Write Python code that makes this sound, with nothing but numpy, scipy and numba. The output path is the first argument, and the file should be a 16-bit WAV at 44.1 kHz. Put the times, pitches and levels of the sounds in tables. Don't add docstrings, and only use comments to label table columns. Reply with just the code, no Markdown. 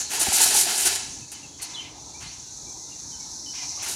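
import sys
import numpy as np
from scipy import signal
from scipy.fft import rfft, irfft
from scipy.io import wavfile
from scipy.ndimage import uniform_filter1d
from numba import njit

SR = 44100
rng = np.random.default_rng(int(sys.argv[2]) if len(sys.argv) > 2 else 0)


def voltage_ratio(decibels):
    exponent = np.asarray(decibels, float) / 20
    return 10 ** exponent


def master(y):
    cut = np.clip(np.atleast_2d(y).T, -1, 1)
    pcm = np.round(cut * 32767)
    wavfile.write(sys.argv[1], SR, pcm.astype(np.int16))


N = 174195
T = np.arange(N) / SR
F = np.fft.rfftfreq(N, 1 / SR) + 1e-3

# pitch_hz, level_db (per Hz)
YARD_SPECTRUM = [(18, -34), (30, -2), (60, 0), (137, -1.5), (201, -9.5), (272, -3.5), (618, -18.5),
                 (834, -9), (999, -11.5), (1130, -22), (2550, -26.5), (3070, -33.5), (3600, -18),
                 (4680, -70)]
# start_s, length_s, first_hz, last_hz, level_db
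BIRD_NOTES = [(0.046, 0.049, 4350, 4300, -41), (1.207, 0.043, 2660, 2600, -55.5),
              (1.34, 0.043, 3000, 2960, -54.5), (1.428, 0.04, 2810, 2590, -53),
              (1.447, 0.16, 3330, 3350, -60.5), (1.613, .04, 4460, 4300, -40),
              (1.73, 0.057, 3600, 3200, -42), (1.737, 0.033, 3640, 4290, -42),
              (1.762, 0.059, 2964, 3170, -40), (1.776, 0.0396, 3210, 2610, -43),
              (2.14, 0.045, 2280, 2480, -55), (2.225, .03, 4600, 4250, -46), (2.26, .06, 4040, 4660, -47),
              (2.658, 0.075, 2350, 2350, -60), (2.917, 0.02, 2760, 2780, -55),
              (3.117, 0.037, 3190, 2960, -54), (3.198, 0.061, 2280, 2140, -58.5),
              (3.461, 0.053, 3020, 3010, -47), (3.586, 0.097, 2460, 2380, -53.5)]
# time_s, level_db, centre_hz
HISS_COURSE = [(0, -25.5, 6600), (.08, -34.5, 6340), (1.1, -39, 6200), (1.3, -43.5, 6370),
               (1.55, -44.5, 6300), (1.72, -40, 6370), (1.92, -47, 5830), (2.1, -41, 6200),
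               (2.398, -40.5, 6120), (3.0, -37.5, 6140), (3.3, -36, 5960), (3.47, -35.5, 5700),
               (3.6, -32, 5700), (3.75, -32, 5820), (3.95, -36, 6250)]
# centre_hz, width_hz, level_db (relative to the hiss)
HISS_SIDE_BANDS = [(4300, 1300, -12), (6700, 3200, -13), (9280, 1700, -20.5)]
# start_s, level_db, pitch_hz
PAN_POPS = [(0.181, -26.5, 913), (0.213, -25.5, 690), (0.269, -20, 786), (0.32, -21, 838),
            (0.404, -19.5, 904), (0.462, -22.5, 723), (0.549, -18.5, 837), (0.575, -23, 837),
            (0.666, -23.5, 707), (3.775, -37.5, 1170)]
# start_s, hold_s, level_db
FAR_RUSTLES = [(1.32, 0.065, -49), (1.585, 0.06, -44), (1.685, 0.22, -47), (2.207, 0.072, -45.5),
               (2.882, .1, -58), (3.524, 0.097, -41), (3.703, 0.056, -53), (3.78, .05, -40)]
# pitch_hz, level_db
RUSTLE_SPECTRUM = [(300, -45), (700, 5), (1200, 5), (1600, 2.5), (2800, 6.5), (4300, 3), (6000, 11),
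                   (10000, -25), (15600, -50)]
# start_s, swell_s, hold_s, level_db, dullness_db (what the mids gain on the treble)
CRINKLE_BURSTS = [(0, 0.00039, 0.017, -40.5, 5.5), (0.089, 0.052, 0.012, -31.5, 4),
                  (0.189, 0.016, 0.027, -25, -2.5), (0.243, 0.016, 0.069, -34, 4),
                  (0.322, 0.019, 0.028, -22, -6.5), (0.374, .005, 0.035, -31, 2),
                  (0.398, 0.02, 0.025, -19, -7.5), (0.456, 0.012, 0.018, -27, -4.5),
                  (0.489, 0.023, 0.035, -30.5, 3), (0.534, 0.029, 0.053, -21.5, -7.5),
                  (0.647, 0.029, 0.025, -33.5, 4.5), (0.703, 0.0083, 0.044, -34, 0),
                  (0.752, 0.034, 0.043, -26.5, -4), (0.848, 0.0073, 0.024, -25.5, -1),
                  (0.892, 0.02, 0.026, -37, 0.5), (0.95, .003, 0.011, -36, 2),
                  (1.316, 0.001, 0.012, -40, -0.5), (1.614, 0.009, 0.0083, -34.5, -3.5),
                  (2.203, .004, 0.019, -56, 13.5), (3.822, 0.005, .008, -39.5, 4),
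                  (3.842, .002, 0.0065, -42, -3), (3.86, .002, 0.012, -42.5, 5.5),
                  (3.875, 0.014, 0.046, -35.5, -3.5)]
# pitch_hz, level_db (per Hz)
FOIL_SPECTRUM = [(120, -58), (200, -13), (299, -13.5), (385, -5), (516, -18), (729, -6), (891, -7.5),
                 (1170, -16), (1430, -8), (1850, -9.5), (2350, -10), (2560, -5), (2850, -9), (6140, -6),
                 (6850, -2), (8380, -1), (9170, 1), (15600, -22.5)]
# pitch_hz, gain_db
SHIVER_FILTER = [(300, 1.5), (5000, 8.5), (10000, -2.5), (12000, -13), (15600, -7)]


def level(x, db):
    return x * voltage_ratio(db) / np.sqrt(np.mean(x ** 2))


def colour(x, table):
    hz, db = np.array(table).T
    gain_db = np.interp(np.log(F), np.log(hz), db)
    return irfft(rfft(x) * voltage_ratio(gain_db), N)


def walk(rate):
    k = int(SR / rate)
    steps = np.repeat(rng.standard_normal(N // k + 1), k)
    return 1.3 * uniform_filter1d(uniform_filter1d(steps, k), k)[:N]


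def grains(rate, spread_db, blur_db):
    size_db = spread_db * np.minimum(rng.exponential(size=N), 3)
    clicks = (rng.random(N) < rate / SR) * rng.choice([-1, 1], N) * voltage_ratio(size_db)
    return level(level(clicks, 0) + voltage_ratio(blur_db) * rng.standard_normal(N), 0)


def tail(x, t60, db):
    smear = rng.standard_normal(SR // 2) * voltage_ratio(-60 * T[:SR // 2] / t60)
    return x + voltage_ratio(db) * signal.fftconvolve(x, smear / np.sqrt(np.sum(smear ** 2)))[:N]


@njit
def svf(x, hz, width):
    y, band, low = np.empty(len(x)), 0., 0.
    for i in range(len(x)):
        g, k = np.tan(np.pi * hz[i] / SR), width / hz[i]
        v = (band + g * (x[i] - low)) / (1 + g * (g + k))
        band, low, y[i] = 2 * v - band, low + 2 * g * v, k * v
    return y


def ring(start, hz, t60, rise):
    u = np.maximum(T - start, 0)
    return (1 - np.exp(-u / rise)) * voltage_ratio(-60 * u / t60) * np.sin(2 * np.pi * hz * u)


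def modal(x):
    width_hz, depth_db = 70, 2.5
    gain = voltage_ratio(depth_db * walk(SR * F[1] / width_hz)[:len(F)])
    return irfft(rfft(x) * gain / np.sqrt(np.mean(gain ** 2)), N)


def swell(start, rise, hold, fall):
    attack = np.clip((T - start) / max(rise, 1e-4), 0, 1)
    return attack * np.exp(-np.maximum(T - start - rise - hold, 0) / fall)


def patchy(x, low_hz, depth_db, rate, count=8):
    out = 0
    for hz in low_hz * 2. ** np.arange(count):
        band = colour(x, [(hz / 2, -40), (hz / 1.5, -3), (hz, 0), (hz * 1.33, -3), (hz * 2, -40)])
        out = out + band * voltage_ratio(depth_db * walk(rate))
    return out


def yard():
    level_db, gust_db = -49, 2.2
    bed = patchy(colour(rng.standard_normal(N), YARD_SPECTRUM), 28.5, 2.0, 5.97)
    bass = colour(bed, [(200, 0.5), (400, -7.5)])
    return level(bed + (voltage_ratio(gust_db * walk(16)) - 1) * bass, level_db)


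def birds():
    far_count, far_db, far_spread_db = 60, -71, 4
    wobble_hz, roughness = 26, 0.3
    echo_db, echo_t60_s = -5, 0.35
    far = []
    for when, length, pitch, glide, loudness in rng.random((far_count, 5)):
        first_hz = 1300 + 2300 * pitch
        last_hz = first_hz * (1.03 - 0.094 * glide)
        far_level_db = far_db + far_spread_db * (2 * loudness - 1)
        far.append((T[-1] * when, 0.059 + 0.072 * length, first_hz, last_hz, far_level_db))
    wobble = 2 * np.pi * np.cumsum(wobble_hz * walk(250)) / SR
    out = 0
    for start_s, length_s, first_hz, last_hz, db in BIRD_NOTES + far:
        u = np.clip((T - start_s) / length_s, 0, 1)
        envelope = np.sqrt(2 * np.sin(np.pi * u ** 0.7))
        cycles = length_s * (first_hz * u + (last_hz - first_hz) * u ** 2 / 2)
        out = out + voltage_ratio(db) * envelope * np.sin(2 * np.pi * cycles + wobble)
    return tail(out * (1 + roughness * walk(150)), echo_t60_s, echo_db)


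def hiss():
    pass_width_hz, buzz_per_s, buzz_spread_db = 1910., 1500, 4.5
    sides_follow = 0.59
    time_s, level_db, centre_hz = np.array(HISS_COURSE).T
    centre = np.interp(T, time_s, centre_hz) * (1 + 0.0045 * walk(7.15))
    db = np.interp(T, time_s, level_db)
    buzz = grains(buzz_per_s, buzz_spread_db, 4.9)
    band = svf(svf(buzz, centre, pass_width_hz), centre, pass_width_hz)
    out = level(band, 0) * voltage_ratio(db + 1.25 * walk(90))
    out = colour(out, [(4600, -7.5), (5400, -1.5)])
    for hz, width_hz, side_db in HISS_SIDE_BANDS:
        at = hz * (1 + 0.015 * walk(3.2))
        side = svf(svf(rng.standard_normal(N), at, 1. * width_hz), at, 1. * width_hz)
        course_db = db.mean() + sides_follow * (db - db.mean()) + 0.78 * walk(4.96)
        out = out + level(side, side_db) * voltage_ratio(course_db)
    return colour(out, [(2600, -19), (3800, 0)])


def pan():
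    pop_t60_s, pop_rise_s = 0.049, 0.00083
    under_ratio, under_db = 0.492, -8
    thump_s, thump_db, thump_hz, thump_t60_s = 0.284, -24, 83.4, 0.06
    pops = 0
    for start_s, db, hz in PAN_POPS:
        note = ring(start_s, hz, pop_t60_s, pop_rise_s)
        under = ring(start_s, under_ratio * hz, pop_t60_s, pop_rise_s)
        pops = pops + voltage_ratio(db) * (note + voltage_ratio(under_db) * under)
    boom = ring(thump_s, thump_hz, thump_t60_s, 0.0017)
    knock = ring(thump_s, 214, 0.017, 0.0011)
    return pops + voltage_ratio(thump_db) * (boom + voltage_ratio(8.0) * knock)


def rustle():
    rise_s, fall_s, patch_db = 0.016, 0.065, 3.2
    envelope = sum(voltage_ratio(db) * swell(start_s, rise_s, hold_s, fall_s) for start_s, hold_s, db in FAR_RUSTLES)
    crumple = modal(colour(grains(3000, 0.87, 1.2), RUSTLE_SPECTRUM))
    return envelope * level(patchy(crumple, 390, patch_db, 25.14, count=6), 0)


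def foil():
    snaps_per_s, snap_spread_db, snap_blur_db = 6000, 4.5, -3.5
    fall_s, fall_per_length = 0.0073, 0.26
    shiver_t60_s, shiver_db = 0.71, -4.5
    snaps = colour(grains(snaps_per_s, snap_spread_db, snap_blur_db), FOIL_SPECTRUM)
    blur = colour(rng.standard_normal(N), FOIL_SPECTRUM)
    treble = np.std(colour(blur, [(8700, -99), (8800, 0), (15000, 0)]))
    high, mid = 0, 0
    for start_s, swell_s, hold_s, db, dullness_db in CRINKLE_BURSTS:
        shape = voltage_ratio(db) * swell(start_s, swell_s, hold_s, fall_s + fall_per_length * (swell_s + hold_s))
        high = high + shape
        mid = mid + shape * voltage_ratio(dullness_db)
    flutter = voltage_ratio(1.04 * walk(200))
    high, mid = flutter * high, flutter * mid
    keep = voltage_ratio(-120 / shiver_t60_s / SR)
    linger = voltage_ratio(shiver_db) * np.sqrt(signal.lfilter([1 - keep], [1, -keep], mid ** 2))
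    snaps = patchy(snaps, 136.8, 1.2, 44.76)
    mids = colour(snaps, [(3000, 0.5), (9000, -40)])
    shiver = linger * modal(colour(blur, SHIVER_FILTER))
    return (high * (snaps - mids) + mid * mids + shiver) / treble


def scene():
    mic_noise = voltage_ratio(-74) * rng.standard_normal(N)
    return (yard() + birds() + hiss() + pan() + rustle() + foil() + mic_noise)[None]


def band_limit(x):
    return signal.sosfilt(signal.butter(12, 15740, fs=SR, output="sos"), x)


def record(dry):
    low_hz, soft_top = 53.3, 0.62
    notch_hz, notch_width_hz, notch_db = 8410, 410, -5
    notch = voltage_ratio(notch_db * np.exp(-((F - notch_hz) / notch_width_hz) ** 2))
    bass_cut = 1 / np.sqrt(1 + (low_hz / F) ** 8)
    heard = irfft(rfft(dry) * notch * bass_cut, N)
    mix = soft_top * np.tanh(heard / soft_top)
    return band_limit(mix)


dry = scene()
out = record(dry)
master(out)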